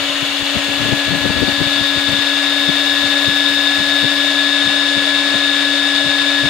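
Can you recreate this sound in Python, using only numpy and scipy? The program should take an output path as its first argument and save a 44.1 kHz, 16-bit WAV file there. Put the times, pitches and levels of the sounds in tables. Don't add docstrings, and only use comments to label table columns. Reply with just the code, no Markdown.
import sys
import numpy as np
from scipy import signal
from scipy.fft import rfft, irfft
from scipy.io import wavfile
from scipy.ndimage import uniform_filter1d

SR = 44100
rng = np.random.default_rng(int(sys.argv[2]) if len(sys.argv) > 2 else 0)


def store_wav(level_fs):
    pcm = np.round(np.clip(np.atleast_2d(level_fs), -1, 1) * 32767)
    wavfile.write(sys.argv[1], SR, pcm.T.astype(np.int16))


N = 286209
TIME = np.arange(N) / SR
BINS_HZ = np.maximum(np.arange(N // 2 + 1) * SR / N, 1)
BITE_S = 1.22


def from_db(db):
    return 10 ** (np.asarray(db) / 20)


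def unit_rms(x):
    return x / np.sqrt(np.mean(x ** 2) + 1e-20)


def over_hz(rows):
    hz, *columns = np.transpose(rows)
    return np.array([np.interp(np.log(BINS_HZ), np.log(hz), c) for c in columns])


def ramp(start_s, takes_s):
    return np.clip((TIME - start_s) / takes_s, 0, 1)


def drift(rate_hz):
    pole = np.exp(-40 * np.pi * rate_hz / SR)
    noise = rng.standard_normal(N // 20 + 2002)
    slow = signal.lfilter([1], [1, -2 * pole, pole * pole], noise)[2000:]
    return np.interp(np.arange(N) / 20, np.arange(len(slow)), unit_rms(slow))


def fluttering_tone(phase, depth, rate_hz):
    return (1 + depth * drift(rate_hz)) * np.sin(phase) + depth * drift(rate_hz) * np.cos(phase)


def resonate(envelope, modes):
    ring = 0
    for hz, width, db in modes:
        radius = np.exp(-np.pi * width / SR)
        poles = [1, -2 * radius * np.cos(2 * np.pi * hz / SR), radius * radius]
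        friction = envelope * rng.standard_normal(N)
        ring = ring + from_db(db) * unit_rms(signal.lfilter([1, 0, -1], poles, friction))
    return unit_rms(ring)


def at_ports(envelope, modes, likeness, right_db):
    direct, scattered = resonate(envelope, modes), resonate(envelope, modes)
    right = likeness * direct + np.sqrt(1 - likeness ** 2) * scattered
    return np.array([direct, from_db(right_db) * right])


def feed():
    press = ramp(0.37, 0.53)
    mesh = ramp(0.72, 0.47)
    bite = ramp(BITE_S, 0.55)
    deepen = ramp(1.87, 1.6)
    ease = ramp(4.2, 1.6)
    idle, pressed = 0.072, 0.78
    load = idle + (pressed - idle) * press + (1 - pressed) * deepen
    skim, bitten, full, eased = 0.45, 0.88, 0.99, 0.92
    cut = skim + (bitten - skim) * bite + (full - bitten) * deepen + (eased - full) * ease
    loose, meshed = 0.59, 0.076
    play = loose + (meshed - loose) * mesh
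    return load, cut, play


def whine(turns, load, cut, play, flutter=0.16, cut_flutter=0.27, sway_db=0.5, shake_turns=0.0014):
    # (multiple of rotor speed, left level [dB], right level [dB], change at idling = 1 [dB])
    tones = [(1.0, -22, -30, -4), (1.059, -42, -48, -2), (2.0, -36, -41, -1), (5.38, -41, -55, -4),
             (5.793, -40, -45, -4), (6.0, -20, -25, -16.5), (6.207, -33, -40, -16), (7.0, -41, -51, 1),
             (8.0, -39, -49, -12), (11.0, -42, -52, -1), (12.0, -25, -38, -4), (13.0, -18, -29, -17),
             (14.0, -41, -58, -6), (15.0, -45, -58, -3), (16.0, -43, -61, 2), (16.14, -38, -52, -8),
             (18.0, -29.5, -46, -15), (23.0, -47, -64, -7), (24.0, -43.5, -52, 17), (30.0, -58, -41, -8),
             (36.0, -61, -50, 0), (52.0, -57, -75, -4), (53.0, -51, -75, -4), (54.0, -49, -75, -4)]
    out = np.zeros((2, N))
    angle = 2 * np.pi * (turns + shake_turns * drift(33))
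    for multiple, left_db, right_db, idle_db in tones:
        idling = 1 - (cut if 11.5 < multiple < 19 else load)
        if idle_db > 0:
            idling = play ** 3
        toothed = min(multiple / 6, 1)
        on_cutter = 11.5 < multiple < 15
        roughness = toothed * (cut_flutter if on_cutter else flutter)
        phase = multiple * angle + rng.uniform(0, 2 * np.pi)
        tone = fluttering_tone(phase, roughness, rate_hz=55)
        level = from_db(idle_db * idling + sway_db * drift(8.2))
        out += np.sqrt(2) * from_db([[left_db], [right_db]]) * level * tone
    return out


def whistle(turns, multiple=42, level_db=-50.5, sway_db=1.2):
    right_lag = np.pi * ramp(start_s=4.1, takes_s=0.6) * [[0], [1]]
    tone = fluttering_tone(2 * np.pi * multiple * turns - right_lag, depth=0.46, rate_hz=50)
    return from_db(level_db + sway_db * drift(1.4)) * unit_rms(tone)


def rush(load, level_db=-20.0, idle_db=-1.0, flicker_db=0.67):
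    # (frequency [Hz], relative density [dB])
    spectrum = [(20, -22), (60, -14), (200, -19), (370, -13), (520, -6), (900, -5), (1400, -1.5),
                (3000, -1.5), (4400, -3), (5500, -9), (7500, -15.5), (10500, -20), (13000, -44),
                (15000, -36.5)]
    # (frequency [Hz], width [Hz], boost [dB])
    housing = [(601, 126, 9.5), (788, 137, 5), (1034, 78, 7), (1855, 60, 8), (2240, 200, 7),
               (2708, 143, 6.5), (2920, 74, 5.5), (4370, 130, 5), (6510, 610, 4.5)]
    # (frequency [Hz], left gain [dB], right gain [dB])
    ports = [(60, 4, -7.5), (300, 2, -4), (1005, -2.5, -9.5), (1395, 2.5, -5.5), (2190, -3.5, -7),
             (2810, 0, -2.5), (4040, 3.5, -1.5), (5050, -2.5, -12), (6600, -2.5, -7), (7460, 0.5, 0),
             (8350, -11, 2), (10600, -5, -1.5), (12600, -15, 1), (14500, 10.5, -65)]
    # (frequency [Hz], likeness [0-1])
    likeness = [(100, 0.98), (300, 0.51), (600, 1), (1200, 0.79), (1800, 0.52), (2800, 0.54), (3300, 0.086),
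                (4500, 0.13), (6000, 0), (15000, 0)]
    colour_db = over_hz(spectrum) + over_hz(ports)
    for hz, width, db in housing:
        colour_db += db / (1 + (2 * (BINS_HZ - hz) / width) ** 2)
    alike = np.clip(over_hz(likeness), 0, 1)
    mid, side = rfft(rng.standard_normal((2, N)))
    stereo = np.sqrt(1 + alike) * mid + np.sqrt(1 - alike) * side * [[1], [-1]]
    air = irfft(from_db(colour_db) * stereo, N)
    return unit_rms(air) * from_db(level_db + idle_db * (1 - load) + flicker_db * drift(28))


def rattle(turns, play, level_db=-21.0, knock_db=5.0):
    # (frequency [Hz], width [Hz], relative level [dB])
    gear_modes = [(2450, 220, -18), (2775, 170, 1), (3010, 110, 1), (3504, 190, -4.5), (6700, 1900, -12.5)]
    knocks = play * from_db(knock_db * np.cos(4 * np.pi * turns))
    level = from_db(level_db) * np.sqrt(np.mean(knocks ** 2))
    return level * at_ports(knocks, gear_modes, likeness=0.41, right_db=-5.5)


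def cutting(cut, level_db=-20.0, depth_db=11.5, edge_hz=10.0, throb_db=-2.0, chip_db=-0.8):
    # (frequency [Hz], width [Hz], relative level [dB])
    steel_modes = [(3479, 43, -0.5), (3620, 39, -1.5), (3790, 110, -3.5), (3870, 140, -6), (4520, 76, -24)]
    edges = np.sin(2 * np.pi * edge_hz * TIME)
    force = from_db(depth_db * (cut - 1) + throb_db * edges + chip_db * drift(23))
    return from_db(level_db) * at_ports(force, steel_modes, likeness=0.15, right_db=-26.0)


def weak_eddies(level_db=-39.0, draught_db=17.0, spread_db=6.0, gap_s=0.06, length_s=0.01, count=200):
    jitter, size = rng.uniform(-1, 1, (count, 2)).T
    times = gap_s * (np.arange(count) + jitter)
    draught = np.exp(-((times - 1.3) / 0.72) ** 2)
    peaks_db = level_db + draught_db * draught + 2 * spread_db * size ** 3
    return [(s, db, length_s) for s, db in zip(times, peaks_db)]


def turbulence(low_hz, high_hz):
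    band = signal.butter(2, [low_hz, high_hz], "band", fs=SR, output="sos")
    swirl = signal.sosfilt(band, rng.standard_normal(N))
    return swirl / np.sqrt(uniform_filter1d(swirl ** 2, size=400) + 1e-12)


def buffets(trim_db=-0.5, crunch_db=5.0, breeze_db=-57.0, port_hz=72, right_db=-39.0):
    # (time [s], relative peak [dB], length [s])
    strong_eddies = [(0.228, -19, 0.0061), (0.427, -22.5, 0.0086), (0.568, -15, .013), (0.692, -22, 0.012),
                     (0.822, -18.5, 0.03), (0.89, -17, .009), (0.929, -10, .01), (1.14, -16, 0.038),
                     (1.259, -13, .016), (1.373, -16.5, .03), (1.431, -13, .015), (1.614, -12, 0.012),
                     (1.813, -19, .012), (1.975, -17, 0.0094), (2.094, -19, 0.013), (2.135, -20.5, 0.019),
                     (2.189, -22, .01), (2.694, -13.5, .009), (3.047, -24.5, .02), (3.285, -16, .011),
                     (3.804, -21.5, 0.019), (4.045, -16, 0.014), (4.674, -22.5, 0.021), (4.975, -20, 0.011),
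                     (5.351, -18, 0.0089), (6.063, -21.5, 0.014), (6.451, -16, 0.017)]
    power = np.full(N, from_db(breeze_db) ** 2)
    for s, db, length in strong_eddies + weak_eddies():
        near = slice(*np.searchsorted(TIME, [s - 10 * length, s + 10 * length]))
        power[near] += from_db(db + trim_db) ** 2 / (1 + ((TIME[near] - s) / length) ** 2 / 2) ** 4
    thump = np.sqrt(power) * turbulence(low_hz=68, high_hz=249)
    crunch = from_db(crunch_db) * power ** 0.83 * turbulence(low_hz=214, high_hz=600)
    low_cut = signal.butter(2, port_hz, "high", fs=SR, output="sos")
    return signal.sosfilt(low_cut, thump + crunch) * from_db([[0], [right_db]])


def squeal(peak_db=-29.5, lasting_db=-37.0, attack_s=0.17, hold_s=0.18, fall_db_per_s=19.0):
    # (frequency [Hz], width [Hz], relative level [dB])
    cutter_mode = [(4560, 31, 0)]
    fallen_db = fall_db_per_s * np.maximum(TIME - BITE_S - attack_s - hold_s, 0)
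    level = ramp(BITE_S, attack_s) * from_db(np.maximum(peak_db - fallen_db, lasting_db))
    return level * at_ports(1, cutter_mode, likeness=0.6, right_db=-11.0)


def scene():
    # (time [s], speed [turns/s])
    rotor = [(0, 282.0), (0.55, 281.6), (0.8, 282.3), (1.75, 282.3), (2.05, 281.7), (2.6, 282.8),
             (3.2, 283.2), (5.85, 283.2), (6.2, 282.5), (6.49, 283.3)]
    speed = np.interp(TIME, *np.transpose(rotor))
    turns = np.cumsum(speed) / SR
    load, cut, play = feed()
    machine = whine(turns, load, cut, play) + whistle(turns) + rush(load) + rattle(turns, play)
    return machine + cutting(cut) + squeal() + buffets()


def record(dry):
    high_cut = signal.ellip(10, 0.1, 80, 15600, fs=SR, output="sos")
    return signal.sosfilt(high_cut, np.clip(dry, -1, 1))


dry = scene()
out = record(dry)
store_wav(out)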